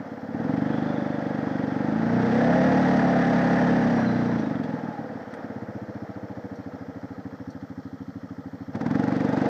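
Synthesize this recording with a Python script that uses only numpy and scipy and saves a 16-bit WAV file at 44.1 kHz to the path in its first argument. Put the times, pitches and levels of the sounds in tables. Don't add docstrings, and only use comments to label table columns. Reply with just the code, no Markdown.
import sys
import numpy as np
from scipy import signal
from scipy.fft import rfft, irfft, next_fast_len
from scipy.io import wavfile
from scipy.ndimage import uniform_filter1d

SR = 44100
rng = np.random.default_rng(int(sys.argv[2]) if len(sys.argv) > 2 else 0)


def transcribe(u):
    v = np.clip(np.atleast_2d(u).T, -1, 1)
    q = np.round(v * 32767).astype(np.int16)
    wavfile.write(sys.argv[1], SR, q)


N = 418502
TIME = np.arange(N) / SR

# (time [s], speed [firings/s])
SPEED = [(0.0, 17.62), (0.34, 17.46), (0.52, 23.77), (0.79, 25.26), (1.77, 23.64), (1.96, 27.62),
         (2.68, 37.32), (3.25, 35.05), (3.69, 35.37), (3.95, 33.47), (4.09, 30.34), (4.31, 30.01),
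         (4.57, 22.16), (5.27, 16.57), (5.37, 18.15), (5.72, 15.08), (6.74, 13.43), (7.19, 13.6),
         (7.84, 13.12), (8.69, 13.45), (8.95, 23.76), (9.49, 23.89)]
# (time [s], opening [0-1])
THROTTLE = [(.29, 0.02), (.345, 0.43), (.55, 0.5), (1.25, 0.24), (1.65, 0.4), (2.0, 0.45), (2.3, 0.6),
            (2.5, 0.55), (3.5, 0.52), (4.0, 0.59), (4.3, 0.43), (4.6, 0.45), (5.05, 0.09), (8.725, 0.01),
            (8.745, 0.84), (8.87, 0.95), (9.49, 1)]
# (time [s], rattle [0-1])
RATTLE = [(0, 0.57), (.2, 0.49), (.9, 0.72), (2.05, 0.75), (2.45, 0.96), (3.5, 1), (4.5, 0.66), (5.5, 0.57),
          (6.8, 0.48), (8.0, 0.07), (8.8, 0.2), (9.49, 0.91)]
# (idle [firings/s], cruising [firings/s], high revs [firings/s])
REV_STEPS = [15, 22, 35]
# (start [firings/s], end [firings/s])
DRONE_SPEEDS = [26, 35]
# (base [dB], per doubling of speed [dB], per unit of throttle, of rattle, of snap [dB])
EXHAUST_RULE = (-38, 7, 15, -2.5, 1.5)
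CASES_RULE = (-53.5, 6.5, 3.5, 15.5, 7)
VALVES_RULE = (-59, 9, 1.5, 11, 3.5)
HISS_RULE = (-78, 10.5, 7, 12, 2)
SNAP_SWELL = (0.97, 0.64, 0.85)

# (pitch [Hz], width [Hz], at idle [signed gain], under way [signed gain])
PIPE_TONES = [(100.7, 5.8, 0.003, 0.0079), (122, 33, 0.28, 0.0027), (151.5, 12.2, -0.365, 0.054),
              (265.3, 151.5, 1.14, 0.33), (258.2, 17, 0.17, 0.074), (284.3, 109.4, -1.358, -.4)]
SECOND_PUFF = (0.1454, 0.75)
# (place [share of cycle], travel time [s])
GULP_DELAY = (0.2137, 0.0042)
# (speed [firings/s], strength [gain])
GULP_STRENGTH = [(15, 0.92), (24, 0.28), (30, 1.2), (36, 1.52)]
# (pitch [Hz], width [Hz], strength [signed gain])
AIRBOX_TONES = [(117, 13, -0.063), (167.2, 19, 0.079), (227, 28.3, -0.17)]
# (time [s], level change [dB])
MISSED_FIRINGS = [(.07, -4.5), (.19, -7), (4.65, -2), (4.79, -4), (4.945, -9), (5.05, -4), (5.11, -0.5),
                  (5.22, -8), (5.28, -8), (5.34, -5.5), (5.39, -6)]
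KNOCKS = [(0.101, 0.058, 0.082), (.29, 0.09, 0.31), (0.78, 0.16, 0.29)]
TAPS = [(0.03, 0.66), (.29, 0.93), (0.799, 0.91)]

# (frequency [Hz], relative level [dB])
RUMBLE_COLOUR = [(25, -27.5), (58, -28.5), (95, -8.5), (140, 0), (210, 9.5), (290, -7), (380, -11.5),
                 (600, -37.5)]
CASES_COLOUR = [(330, -2), (385, -12.5), (460, -1), (510, -7.5), (565, -2.5), (680, -3), (740, -5.5),
                (820, -4), (900, -7.5), (990, -30), (1300, -32.5)]
VALVES_COLOUR = [(700, -35), (950, 2), (1100, -1.5), (1400, 1.5), (1600, 1), (1850, -0.5), (2050, -6),
                 (2300, -13), (2700, -27.5), (4000, -43.5)]
HISS_COLOUR = [(1800, -10), (2400, 3), (2900, 0), (3400, 0), (4300, -4), (4900, -2.5), (5250, -7.5),
               (5650, -7.5), (6300, -9.5), (7000, -19), (8000, -20.5), (9500, -38), (12000, -53.5)]
CHAIN_COLOUR = [(1400, -14.5), (1700, 4.5), (1850, -3), (2000, -0.5), (2250, -21.5)]
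SHAKE_COLOUR = [(25, -12.5), (45, 1), (70, -2)]
AIR_COLOUR = [(2000, 0), (6000, 6.5), (10000, -13), (13000, -5), (15200, -2)]
CRACK_COLOUR = [(1000, 13.5), (2000, 6.5), (2700, -9.5), (5800, -11), (8500, -26), (10500, -46)]

# (pitch [Hz], width [Hz], relative level [dB])
HEAD_TONES = [(780, 60, 4.5), (980, 150, 2.5), (1313, 81, -5.5), (1648, 76, -6), (1880, 110, -0.5)]
FIN_TONES = [(1278, 150, 7), (1640, 110, -5), (3240, 550, -12), (4270, 800, -14.5), (4980, 260, -13.5),
             (5450, 410, -12)]
# (pitch [Hz], width [Hz])
SHELL_TONE = (486.5, 91)
# (time [s], pitch [Hz], relative level [dB])
INTAKE_WHISTLES = [
    [(.58, 3150, -61), (.9, 3500, -57), (1.25, 3390, -63), (1.85, 3200, -63)],
    [(3.9, 4090, -61), (4.1, 4060, -54), (4.3, 4020, -64), (4.55, 3600, -59)],
    [(2.0, 5600, -66), (2.7, 5680, -60), (3.6, 5620, -66), (4.27, 5690, -64), (4.48, 5850, -68)],
]
WHINING_TONES = [
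    [(.8, 587, -38), (1.15, 579.6, -40), (1.7, 529, -44)],
    [(2.05, 461, -34.5), (2.25, 459, -34.5), (2.42, 507, -33.5), (2.57, 524, -30.5), (2.72, 502.4, -33.5),
     (2.85, 466.6, -33), (3.1, 425, -49.5), (3.4, 455, -42), (3.95, 435, -40)],
    [(2.3, 548, -46), (2.44, 589.6, -28), (2.62, 658.4, -29), (2.7, 698, -44), (2.85, 780, -41),
     (3.15, 771, -30.5), (3.35, 809, -39)],
    [(2.35, 670, -30), (2.75, 708.6, -40), (3.15, 675.6, -34), (3.55, 699, -37.5), (3.95, 665, -40)],
    [(4.65, 829, -44), (4.87, 870, -47), (5.05, 777, -36)],
]
WHISTLE_WIDTHS = (95, 65, 80)
# (time [s], peak level [dB])
BUMPS = [(3.985, -21), (4.288, -25.5)]
# (pitch [Hz], width [Hz])
PANEL_TONES = [(470, 41), (610, 70), (790, 49), (880, 80)]
# (time [s], relative level [dB], strongest pitch [Hz], spread [octaves])
TICKS = [(4.385, -44, 3500, 0.4), (4.472, -50, 3670, 0.42), (4.555, -47, 3200, 0.5),
         (4.636, -41, 3760, 0.67), (5.337, -34, 2600, 2.5), (6.316, -58, 4200, 0.35),
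         (6.556, -53, 5700, .3), (7.503, -47, 5470, 0.32), (7.612, -56, 4820, 0.41)]
# (pitch [Hz], relative level [dB], ring time before extra damping [s])
RACK_TONES = [(1400, 10, .03), (1800, 9.5, .04), (2690, -3, .03), (3310, 3, .04), (4340, -4, .05),
              (5750, -8, 0.056), (8660, -6, .04)]


def from_db(db):
    return 10 ** (np.asarray(db) / 20)


def rms_one(x):
    return x / np.sqrt(np.mean(x ** 2) + 1e-20)


def in_time(rows):
    times, *columns = np.transpose(rows)
    return [np.interp(TIME, times, column) for column in columns]


def drift(rate_hz):
    step, warm_up = 40, 2000
    r = np.exp(-2 * np.pi * rate_hz * step / SR)
    slow = signal.lfilter([1], [1, -2 * r, r * r], rng.standard_normal(N // step + warm_up + 2))[warm_up:]
    return np.interp(np.arange(N) / step, np.arange(len(slow)), rms_one(slow))


def coloured(x, colour):
    size = next_fast_len(N)
    hz, db = np.transpose(colour)
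    octave = np.log2(np.maximum(np.arange(size // 2 + 1) * SR / size, 1))
    outside = abs(octave - np.clip(octave, np.log2(hz[0]), np.log2(hz[-1])))
    gain = from_db(np.interp(octave, np.log2(hz), db) - 14.1 * outside)
    return rms_one(irfft(rfft(x, size) * gain, size)[:N])


def ring(x, hz, width_hz):
    r = np.exp(-np.pi * width_hz / SR)
    feedback = [1, -2 * r * np.cos(2 * np.pi * hz / SR), r * r]
    return signal.lfilter(np.array([1, 0, -1]) * (1 - r * r) / 2, feedback, x + 1e-18)


def ring_twice(x, hz, width_hz, widen=1):
    return ring(ring(x, hz, width_hz), hz, widen * width_hz)


def keep_band(x, hz, side):
    return signal.sosfilt(signal.butter(2, hz, side, fs=SR, output="sos"), x)


def pulse(cycle, place, length):
    return np.exp(-.5 * (((cycle - place + .5) % 1 - .5) / length) ** 2)


def clicks(cycle, place, rough_db, jitter_s):
    at = np.flatnonzero(np.diff(np.floor(cycle - place)) > 0)
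    size, slip = rng.standard_normal((len(at), 2)).T
    out = np.zeros(N)
    out[np.clip(at + (slip * jitter_s * SR).astype(int), 0, N - 1)] = from_db(rough_db * size)
    return out


def knock_pattern(cycle):
    return sum(strength * pulse(cycle, place, length) for place, length, strength in KNOCKS)


def swell(cycle, depth, place, length):
    gain = 1 + depth * pulse(cycle, place, length)
    return gain / np.sqrt(uniform_filter1d(gain ** 2, size=6600))


def glide(rows, waver_hz, waver_rate_hz, flutter_db, flutter_rate_hz, fade_s):
    hz, db = in_time(rows)
    fade = np.clip(np.minimum(TIME - rows[0][0], rows[-1][0] - TIME) / fade_s, 0, 1)
    turns = np.cumsum(hz + waver_hz * drift(waver_rate_hz)) / SR
    gain = fade * from_db(db + flutter_db * drift(flutter_rate_hz))
    return gain * np.sqrt(2) * np.sin(2 * np.pi * turns)


def throttle_snap(throttle, catch_up_s):
    r = np.exp(-1 / (catch_up_s * SR))
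    return np.clip(throttle - signal.lfilter([1 - r], [1, -r], throttle), 0, 1)


def loudness(rule, speed, throttle, rattle, snap):
    base_db, doubling_db, throttle_db, rattle_db, snap_db = rule
    doublings = np.log2(speed / 13)
    return base_db + doubling_db * doublings + throttle_db * throttle + rattle_db * rattle + snap_db * snap


def exhaust(cycle, speed, throttle):
    under_way = np.maximum(np.interp(speed, [14.6, 18], [0, 1]), np.clip(2 * throttle - .3, 0, .6))
    valve_cycle = cycle + .037
    push_place, push_gain = SECOND_PUFF
    gulp_place, travel_s = GULP_DELAY
    puffs = clicks(valve_cycle, 0, rough_db=.9, jitter_s=.00008)
    puffs += (1 - under_way) * push_gain * clicks(valve_cycle, push_place, rough_db=1.3, jitter_s=.0002)
    gulps = clicks(valve_cycle - travel_s * speed, gulp_place, rough_db=1, jitter_s=.0001)
    gulps = keep_band(gulps * np.interp(speed, *np.transpose(GULP_STRENGTH)), 85, "high")
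    pipe = sum(ring(puffs * (idle + under_way * (moving - idle)), hz, width)
               for hz, width, idle, moving in PIPE_TONES)
    boom = pipe + sum(gain * ring(gulps, hz, width) for hz, width, gain in AIRBOX_TONES)
    for _ in range(2):
        boom = keep_band(keep_band(boom, 70, "high"), 343, "low")
    energy = np.cumsum(boom ** 2)
    before, after = [np.interp(cycle + step, cycle, np.arange(N)).astype(int) for step in (-2, 2)]
    return boom / np.sqrt((energy[after] - energy[before]) / (after - before))


def misfires(cycle):
    firing = np.floor(cycle + .12)
    dips_db = sum(db * (firing == firing[int(s * SR)]) for s, db in MISSED_FIRINGS)
    return uniform_filter1d(dips_db, size=500)


def rumble(cycle):
    return coloured(rng.standard_normal(N) * (1 + .34 * pulse(cycle, place=0, length=.23)), RUMBLE_COLOUR)


def clatter(cycle, colour, knock, grain_db, regular):
    slots = 600
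    pattern = rng.standard_normal(slots)
    slot = (cycle % 1 * slots).astype(int) % slots
    new_slot = np.diff(slot, prepend=0) != 0
    repeating = pattern[slot] * new_slot / np.sqrt(np.gradient(cycle) * slots)
    hits = np.sqrt(regular) * repeating + np.sqrt(1 - regular) * rng.standard_normal(N)
    return coloured(hits * (1 + knock * knock_pattern(cycle)) * from_db(grain_db * drift(83)), colour)


def intake_hiss(grain_db):
    return coloured(rng.standard_normal(N) * from_db(grain_db * drift(58)), HISS_COLOUR)


def head_taps(cycle):
    out = np.zeros(N)
    for hz, width, db in HEAD_TONES:
        taps = sum(strength * clicks(cycle, place, rough_db=3, jitter_s=.001) for place, strength in TAPS)
        out += from_db(db) * ring_twice(taps, hz, width, widen=4) / width
    return rms_one(out)


def shell_ring(speed):
    tone = rms_one(ring_twice(rng.standard_normal(N), *SHELL_TONE))
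    return from_db(-2.5 - 2.9 * np.log2(speed / 13)) * tone


def frame_shake():
    return coloured(rng.standard_normal(N), SHAKE_COLOUR)


def fin_ring(cycle, grain_db):
    knocks = .5 + knock_pattern(cycle)
    out = np.zeros(N)
    for hz, width, db in FIN_TONES:
        shaking = rng.standard_normal(N) * knocks * from_db(grain_db * drift(40))
        out += from_db(db) * ring_twice(shaking, hz, width)
    return rms_one(out)


def air_hiss():
    return coloured(rng.standard_normal(N), AIR_COLOUR)


def gas_crack(cycle, throttle, snap):
    strength = np.clip(throttle, 1e-3, 1.2) ** 7.9 + .9 * snap ** 3
    return strength * pulse(cycle, place=.09, length=.07) * coloured(rng.standard_normal(N), CRACK_COLOUR)


def intake_whistles():
    out = np.zeros(N)
    for rows, width in zip(INTAKE_WHISTLES, WHISTLE_WIDTHS):
        tone = glide(rows, waver_hz=width, waver_rate_hz=150, flutter_db=3, flutter_rate_hz=11, fade_s=.09)
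        out += tone * rms_one(keep_band(rng.standard_normal(N), width, "low"))
    return out


def whines(cycle):
    tones = sum(glide(rows, waver_hz=6, waver_rate_hz=79, flutter_db=2.2, flutter_rate_hz=20, fade_s=.1)
                for rows in WHINING_TONES)
    return (1 + .35 * np.cos(2 * np.pi * cycle)) * tones


def gear_tone(cycle, teeth, slack, jolt):
    tone = np.sin(2 * np.pi * (teeth * cycle + slack * drift(27)))
    return rms_one((1 + jolt * pulse(cycle, place=.1, length=.09)) * tone)


def panel_bumps(contact_s):
    out, age = np.zeros(N), np.arange(SR // 8) / SR
    for s, db in BUMPS:
        contact = rng.standard_normal(len(age)) * np.exp(-age / contact_s)
        knock = sum(ring_twice(contact, hz, width, widen=3) for hz, width in PANEL_TONES)
        at = int(s * SR)
        out[at:at + len(age)] += from_db(db) * knock / abs(knock).max()
    return out


def rack_ticks(scuff_s):
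    out, age = np.zeros(N), np.arange(SR // 8) / SR
    for s, db, centre_hz, spread in TICKS:
        scuff = rng.standard_normal(len(age)) * np.exp(-age / scuff_s)
        tick = np.zeros(len(age))
        for hz, tone_db, ring_s in RACK_TONES:
            nearness = np.exp(-.5 * (np.log2(hz / centre_hz) / spread) ** 2)
            width = np.log(1000) / np.pi / ring_s + 200
            tick += from_db(tone_db) * nearness * ring(ring(scuff, hz, width), hz, hz / 2)
        at = int(s * SR)
        out[at:at + len(age)] += from_db(db) * tick / abs(tick).max()
    return keep_band(out, 8800, "low")


def scene():
    speed, = in_time(SPEED)
    throttle, = in_time(THROTTLE)
    rattle, = in_time(RATTLE)
    cycle = np.cumsum(speed) / SR - .05
    snap = throttle_snap(throttle, catch_up_s=.61)
    drone = np.interp(speed, DRONE_SPEEDS, [0, 1])

    def by_revs(idle, cruising, high):
        return np.interp(speed, REV_STEPS, [idle, cruising, high])

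    charge = np.minimum(throttle, .55)
    exhaust_db = loudness(EXHAUST_RULE, speed, charge, rattle, snap) + misfires(cycle)
    cases_db, valves_db, hiss_db = [loudness(rule, speed, throttle, rattle, snap)
                                    for rule in (CASES_RULE, VALVES_RULE, HISS_RULE)]
    mix = from_db(exhaust_db + by_revs(-.2, .2, 1)) * exhaust(cycle, speed, throttle)
    mix += from_db(exhaust_db + by_revs(-17, -17, -14)) * rumble(cycle)
    cases_bark, valves_bark, hiss_bark = [depth * snap for depth in SNAP_SWELL]
    cases = clatter(cycle, CASES_COLOUR, knock=.25, grain_db=.5, regular=by_revs(.3, .5, .46))
    cases *= swell(cycle, by_revs(.6, .35, .3) + cases_bark, place=.27, length=.17)
    valves = clatter(cycle, VALVES_COLOUR, knock=1, grain_db=1.07, regular=.35)
    valves *= swell(cycle, by_revs(.3, .3, .45) + valves_bark, place=.015, length=.11)
    hiss = intake_hiss(grain_db=1)
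    hiss *= swell(cycle, by_revs(.3, .45, .8) + hiss_bark, place=.074, length=.31)
    mix += from_db(cases_db) * cases + from_db(valves_db) * valves + from_db(hiss_db) * hiss
    mix += from_db(-34.5) * gas_crack(cycle, throttle, snap)
    mix += from_db(by_revs(-57, -49, -46)) * head_taps(cycle)
    chain = clatter(cycle, CHAIN_COLOUR, knock=3.1, grain_db=4, regular=.21)
    mix += from_db(-41.5) * (.082 + 1.1 * drone) * rattle * chain
    mix += from_db(cases_db) * (1 - drone) * shell_ring(speed)
    mix += from_db(-71.5) * frame_shake()
    mix += from_db(by_revs(-60, -57, -52)) * fin_ring(cycle, grain_db=2.5)
    mix += from_db(-1) * whines(cycle)
    mix += from_db(-1.5) * intake_whistles()
    mix += from_db(.5) * rack_ticks(scuff_s=.01)
    mix += from_db(-44) * drone * gear_tone(cycle, teeth=52, slack=.18, jolt=.87)
    mix += panel_bumps(contact_s=.0047)
    mix += from_db(-71) * air_hiss()
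    return mix[None]


def record(dry):
    return signal.sosfilt(signal.ellip(12, .1, 80, 15300, fs=SR, output="sos"), dry)


dry = scene()
out = record(dry)
transcribe(out)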